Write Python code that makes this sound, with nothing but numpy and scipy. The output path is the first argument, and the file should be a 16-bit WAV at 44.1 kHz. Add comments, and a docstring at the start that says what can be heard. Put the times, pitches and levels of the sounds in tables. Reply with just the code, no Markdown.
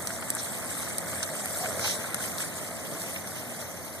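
"""On a driveway outdoors, a fried turkey is held over a pot of hot oil on a gas burner.
The flame roars and makes the pot hum. Steam bubbles ring in the oil, and thousands of tiny bursts
blend into a sizzle. Water drops pop, and oil spits on hot metal. Midway come a hollow, falling gurgle
and a shoe scuff, later a soft footstep. The microphone backs away and the sizzle fades."""
import sys
import numpy as np
from scipy import signal
from scipy.fft import rfft, irfft
from scipy.io import wavfile

SR = 44100
rng = np.random.default_rng(int(sys.argv[2]) if len(sys.argv) > 2 else 0)


def store_pcm(level_fs):
    """Save levels as 16-bit WAV."""
    pcm = np.round(np.clip(level_fs, -1, 1) * 32767).astype(np.int16)
    wavfile.write(sys.argv[1], SR, np.atleast_2d(pcm).T)


N = 176400
TIME = np.arange(N) / SR
FREQS = np.maximum(np.arange(N // 2 + 1) * SR / N, 1)

# how alike the left and right noise are: (frequency [Hz], likeness [-1 to 1])
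STEREO_LIKENESS = [(30, 0), (90, 0.34), (300, 0.45), (620, 0.89), (1100, 0.6), (2000, 0), (4000, 0),
                   (14000, 0)]
# the fade as the microphone backs away: (time [s], level [dB])
DISTANCE_FADE = [(0, 0.5), (1.3, 1.5), (2, -1), (2.7, -1.6), (3.3, -4), (4, -6)]
# the tone of the flame's roar: (frequency [Hz], level [dB per Hz])
ROAR_TONE = [(25, -101), (42, -100), (57, -83), (70, -87), (85, -66), (108, -72.5), (140, -71),
             (180, -66.5), (290, -70.5), (410, -72.5), (520, -68.5), (630, -66), (760, -72.5), (950, -77.5),
             (1500, -80.5), (2100, -75), (2800, -102), (6000, -105)]
# how the roar rises and falls: (time [s], level [dB])
ROAR_LOUDNESS = [(0, -0.5), (1.0, 0), (1.5, -0.5), (1.8, 3.5), (2.1, 1), (2.6, -.5), (3.3, -0.8), (4, -3)]
# low hums of burner and pot, plus one faint, thin high tone: (pitch [Hz], width [Hz], level [dB])
HELD_TONES = [(119.5, 5, -56.5), (240, 6, -58), (665, 7, -54.5), (880, 4, -59.5), (1064, 4, -60),
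              (1240, 10, -63), (1591, 4, -65), (3854, 8, -67)]
# the tone of a shoe scuff: (pitch [Hz], width [Hz], relative level [dB])
SCUFF_TONE = [(830, 210, -1.5), (1520, 220, -2), (1920, 1300, 3.5)]
# the path of the gurgle: (time [s], pitch [Hz], level [dB])
GURGLE_PATH = [(1.03, 591, -60), (1.14, 590, -43.5), (1.3, 621, -46), (1.56, 650, -51), (1.61, 690, -39),
               (1.65, 685, -33), (1.685, 655, -34), (1.71, 581, -38), (1.74, 580, -49), (1.9, 540.5, -48.5),
               (1.96, 616, -39), (2.02, 619, -57)]
# how the bubbling rises and falls: (time [s], level [dB])
BUBBLE_LOUDNESS = [(0, -47), (1.2, -45), (1.7, -44.5), (2.3, -43), (2.7, -51), (3.3, -48.5), (4, -55.5)]
# large bubbles bursting: (time [s], level [dB], pitch [Hz])
BIG_BUBBLES = [(0.104, -32, 1610), (.224, -28, 1500), (.875, -39, 1700), (1.13, -33, 1240),
               (1.225, -30.5, 1330), (1.538, -35, 1350), (1.646, -29, 1980), (1.658, -28, 1590),
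               (1.707, -35, 1350), (1.878, -33, 1300), (2.042, -30, 1500), (2.204, -32, 1540),
               (2.403, -30, 1900), (3.161, -28.5, 1980)]
# oil hitting hot metal: (time of peak [s], half length [s], level [dB])
OIL_SPITS = [(0.397, 0.012, -36), (1.88, 0.049, -31), (2.236, 0.019, -42), (2.41, 0.021, -52)]
# the tone of a spit: (pitch [Hz], width [Hz], relative level [dB])
SPIT_TONE = [(3750, 950, 2), (4110, 220, -1.5), (5770, 730, 6.5), (9000, 2500, -27)]
# water drops bursting: (time [s], crack [dB], spit [dB], knock [dB], time to fall 60 dB [s], snap [dB])
DROP_POPS = [(.0722, -23.5, -29, -44, 0.021, -10), (.3032, -14.5, -33, -52, 0.012, -8),
             (0.3506, -23, -48, -45, 0.017, -26), (0.3682, -31, -39, -31, .014, -17),
             (0.83, -40, -37, -33, 0.018, -26), (0.9824, -21.5, -33, -50, 0.03, -14),
             (1.1562, -34, -47, -33, 0.012, -30), (1.2292, -28, -25.5, -36, 0.05, -30),
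             (1.4584, -20, -36, -37, 0.0072, -7), (1.795, -25, -41, -29, 0.017, -18),
             (2.1447, -18.5, -28.5, -25.5, 0.016, -8), (2.3825, -32, -31.5, -50, .03, -34),
             (3.0182, -33, -36, -41, 0.014, -14), (3.2735, -34.5, -37, -42, 0.019, -21)]
# the tone of a drop's bright crack: (pitch [Hz], width [Hz], relative level [dB])
CRACK_TONE = [(8320, 810, 3), (8900, 140, 11.5), (11700, 1300, 2)]
# the smallest bubbles: (rate [per s], lowest pitch [Hz], highest pitch [Hz], ring [cycles], level [dB])
TINY_BUBBLES = [(260, 3400, 6500, 30, -52), (260, 7600, 9600, 45, -44.5)]
# the tone of the sizzle: (frequency [Hz], level [dB per Hz])
SIZZLE_TONE = [(1000, -94), (2700, -81.5), (3500, -81.5), (5000, -82), (6000, -76), (6900, -80),
               (7800, -73), (9200, -72), (10300, -78), (11300, -78), (12200, -77.5), (14000, -78)]
# how the sizzle rises and falls: (time [s], level [dB])
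SIZZLE_LOUDNESS = [(0, -2), (.27, -1.5), (.45, -2), (.72, -0.5), (.9, -0.5), (1.0, -2), (1.3, -3),
                   (1.42, 0), (1.62, 2), (1.77, 1.5), (1.9, 5.5), (1.98, 1), (2.16, -2), (2.24, 5),
                   (2.33, -2), (2.42, 4), (2.52, -1), (2.66, -0.5), (2.78, -3), (2.9, 0.5), (3.22, -0.5),
                   (3.4, -2), (3.62, -1), (3.74, -3.5), (4, -3.5)]
# how each band of the sizzle moves: (frequency [Hz], strength of the fade [factor], flicker [dB])
SIZZLE_BANDS = [(4000, 0.13, 3.5), (7000, 0.076, 2.75), (7900, 2.3, 4), (9100, 0.45, 1.5),
                (10700, 0.27, 2.5)]
# how much of each side is taken away from the other: (frequency [Hz], share [0 to 1])
WIDENING = [(300, 0.017), (700, 0.4), (1300, 0.78), (2500, 1), (3000, 0.7), (3950, 0.47), (4600, 0.27),
            (7800, 0.17), (13000, 0.097)]


def from_db(db):
    """Turn decibels into a number to multiply by."""
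    return 10 ** (np.asarray(db) / 20)


def rms_one(x):
    """Scale a sound so that its average strength (rms) is 1."""
    return x / np.sqrt(np.mean(x ** 2) + 1e-20)


def in_time(rows):
    """Join a table's points over time, giving one curve for each column after the first."""
    times, *columns = np.transpose(rows)
    return [np.interp(TIME, times, column) for column in columns]


def per_hz(points):
    """Read a table at every frequency."""
    hz, value = np.transpose(points)
    return np.interp(np.log(FREQS), np.log(hz), value)


def coloured(x, tone):
    """Give white noise of strength 1 a tone, in dB per Hz."""
    return irfft(rfft(x) * from_db(per_hz(tone)) * np.sqrt(SR / 2), N)


def drift(rate_hz):
    """A random wobble of strength 1, mostly slower than rate_hz."""
    return rms_one(irfft(rfft(rng.standard_normal(N)) / (1 + (FREQS / rate_hz) ** 2), N))


def stereo_noise():
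    """White noise at two microphones, most alike in the low middle pitches."""
    alike = np.clip(per_hz(STEREO_LIKENESS), -.99, .99)
    mid, side = irfft(rfft(rng.standard_normal((2, N))) * np.sqrt([1 + alike, 1 - alike]), N)
    return np.array([mid + side, mid - side]) / np.sqrt(2)


def resonate(x, hz, width_hz):
    """Make a sound ring at one pitch; a smaller width rings longer."""
    r = np.exp(-np.pi * width_hz / SR)
    feedback = [1, -2 * r * np.cos(2 * np.pi * hz / SR), r * r]
    return signal.lfilter(np.array([1, 0, -1]) * (1 - r * r) / 2, feedback, x + 1e-18)


def resonant_noise(tone):
    """Noise of strength 1, gathered around a few pitches."""
    air, out = stereo_noise(), 0
    for k, (hz, width, db) in enumerate(tone):
        shifted = np.roll(air, k * SR // 3, axis=1)  # keeps the bands unrelated
        band = resonate(resonate(shifted, hz, 2 * width), hz, 2 * width)
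        out = out + from_db(db) * rms_one(band)
    return rms_one(out)


def clicks(per_s, spread_db):
    """Random clicks, many small and a few large."""
    sizes = from_db(spread_db * np.minimum(rng.exponential(1, N), 5))
    return sizes * rng.choice([-1, 1], N) * (rng.random(N) < per_s / SR)


def swell(peak_s, half_s, db):
    """A bell-shaped rise and fall."""
    return from_db(db) * np.exp(-.5 * ((TIME - peak_s) / half_s) ** 2)


def burst(start_s, decay_s):
    """A sudden start that falls by 60 dB in decay_s."""
    return (TIME >= start_s) * from_db(-60 * np.clip((TIME - start_s) / decay_s, 0, 3))


def bubble_cloud(per_s, low_hz, high_hz, cycles, spread_db, pitches):
    """Bubbles appear at random, and each rings briefly at one of several pitches."""
    alike, out = 0.17, 0  # left and right are only a little alike
    for hz in np.geomspace(low_hz, high_hz, pitches):
        births = clicks(per_s / pitches, spread_db)
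        sides = np.sqrt(alike) + np.sqrt(1 - alike) * rng.choice([-1, 1], (2, N))
        width_hz = np.log(1000) / np.pi * hz / cycles  # falls 60 dB in that many cycles
        out = out + rms_one(resonate(births * sides, hz, width_hz))
    return rms_one(out)


def burner():
    """The gas flame roars and sets burner and pot humming low; a faint, thin high tone sounds too."""
    air = stereo_noise()
    tones = sum(from_db(db) * rms_one(resonate(air, hz, width)) for hz, width, db in HELD_TONES)
    roar = coloured(stereo_noise(), ROAR_TONE)
    roar_db, = in_time(ROAR_LOUDNESS)
    fade_db, = in_time(DISTANCE_FADE)
    return from_db(roar_db) * roar + from_db(0.63 * fade_db) * tones


def steps():
    """A shoe scuffs the asphalt; later a foot lands with a soft thud."""
    scuff = swell(peak_s=1.852, half_s=0.0076, db=-29) * resonant_noise(SCUFF_TONE)
    thud = swell(peak_s=2.935, half_s=0.024, db=-41.5) * resonant_noise([(189, 200, 0)])
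    return scuff + thud


def gurgle():
    """A hollow, rough note that creeps up, sinks in pitch and lifts again at the end."""
    hz, db = in_time(GURGLE_PATH)
    wobble_hz = 52 * drift(rate_hz=94)
    rough_db = 3 * drift(rate_hz=63)
    phase = 2 * np.pi * np.cumsum(hz + wobble_hz) / SR
    sounding = (TIME > GURGLE_PATH[0][0]) & (TIME < GURGLE_PATH[-1][0])
    return sounding * from_db(db) * rms_one(from_db(rough_db) * np.sin(phase))


def bubbling():
    """Steam bubbles ring in the oil, and a few large ones burst with a plop."""
    level_db, = in_time(BUBBLE_LOUDNESS)
    cloud = bubble_cloud(per_s=480, low_hz=1173, high_hz=2403, cycles=24.4, spread_db=1.5, pitches=18)
    air = stereo_noise()
    plops = sum(from_db(db) * burst(start_s, decay_s=0.034) * rms_one(resonate(air, hz, width_hz=370))
                for start_s, db, hz in BIG_BUBBLES)
    wobble_db = 0.8 * drift(rate_hz=7.2)
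    return from_db(level_db + wobble_db) * cloud + plops


def spits():
    """Oil hits hot metal and gives short swells of hiss."""
    return sum(swell(*spit) for spit in OIL_SPITS) * resonant_noise(SPIT_TONE)


def pops():
    """Water drops burst in the oil: a quick crack, then a faint tail from the pot."""
    tail_db, tail_s = -24.5, 0.077
    shapes = np.array([burst(start_s, decay_s) + from_db(tail_db) * burst(start_s, tail_s)
                       for start_s, *_, decay_s, _ in DROP_POPS])
    gains = from_db([levels for _, *levels, _, _ in DROP_POPS])
    crack, spit, knock = gains.T @ shapes  # each adds up all the drops
    return (crack * resonant_noise(CRACK_TONE) + spit * resonant_noise(SPIT_TONE)
            + knock * resonant_noise([(1520, 520, 0)]))


def snaps():
    """Each drop's pop opens with one sharp pulse, which reaches the left microphone first."""
    hz, width_hz, lag_s = 8700, 9200, 0.00034
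    pulses = np.zeros((2, N))
    for start_s, *_, db in DROP_POPS:
        pulses[0, int(start_s * SR)] = pulses[1, int((start_s + lag_s) * SR)] = from_db(db)
    return resonate(pulses, hz, width_hz) * SR / (np.pi * width_hz)


def crackle():
    """The smallest bubbles tick brightly, rising and falling with the sizzle."""
    ticks = sum(from_db(db) * bubble_cloud(per_s, low_hz, high_hz, cycles, spread_db=1.4, pitches=7)
                for per_s, low_hz, high_hz, cycles, db in TINY_BUBBLES)
    return from_db(in_time(SIZZLE_LOUDNESS)[0] + in_time(DISTANCE_FADE)[0]) * ticks


def spatter(per_s=3000, decay_s=0.036, groups=14, echo_samples=700):
    """Thousands of tiny bursts bounce around in the pot, so each gets a short, noisy echo."""
    dying, out = from_db(-60 * TIME[:echo_samples] / decay_s), 0
    for _ in range(groups):
        bursts = clicks(per_s / groups, spread_db=2.5)
        echo = dying * rng.standard_normal((2, echo_samples))
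        out = out + signal.oaconvolve(bursts[None], echo, axes=1)[:, :N]
    return rms_one(out)


def sizzle(bands=14):
    """Frying oil: spatter over a smooth hiss, with each band of pitches flickering on its own."""
    frying = from_db(-4.5) * spatter() + from_db(-5) * stereo_noise()
    spectrum = rfft(coloured(frying, SIZZLE_TONE))
    level_db = in_time(SIZZLE_LOUDNESS)[0] + 1.24 * drift(rate_hz=7.9)
    fade_db, = in_time(DISTANCE_FADE)
    at_hz, fade_strength, flicker_db = np.transpose(SIZZLE_BANDS)
    centres, out = np.geomspace(3000, 14000, bands), 0
    for hz, only_this_band in zip(centres, np.eye(bands)):
        band = irfft(spectrum * np.interp(FREQS, centres, only_this_band), N)
        band_db = level_db + np.interp(hz, at_hz, fade_strength) * fade_db
        band_db += np.interp(hz, at_hz, flicker_db) * drift(rate_hz=25.2)
        out = out + band * from_db(band_db)
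    return out


def scene():
    """The burner, gurgle and steps, with the frying oil slightly to the right."""
    oil = sizzle() + crackle() + pops() + snaps() + spits() + bubbling()
    left_right = from_db([[-0.2], [0.2]])
    return burner() + oil * left_right + gurgle() + steps()


def record(dry):
    """The recorder widens the stereo sound and cuts the highest treble."""
    delay_s, cutoff_hz = 16.5 / SR, 13950
    dip_hz, dip_half_hz, dip_db = 2700, 270, -14
    share, sides = np.clip(per_hz(WIDENING), 0, 1), rfft(dry)
    late_other_side = np.exp(-2j * np.pi * FREQS * delay_s) * sides[::-1]
    wide = (sides - share * late_other_side) / np.sqrt(1 + share ** 2)
    # what both sides share is turned down between the roar and the sizzle
    dip = from_db(dip_db * np.exp(-((FREQS - dip_hz) / dip_half_hz) ** 4))
    wide = wide - (1 - dip) * wide.mean(axis=0)
    return irfft(wide / np.sqrt(1 + (FREQS / cutoff_hz) ** 300), N)


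dry = scene()
out = record(dry)
store_pcm(out)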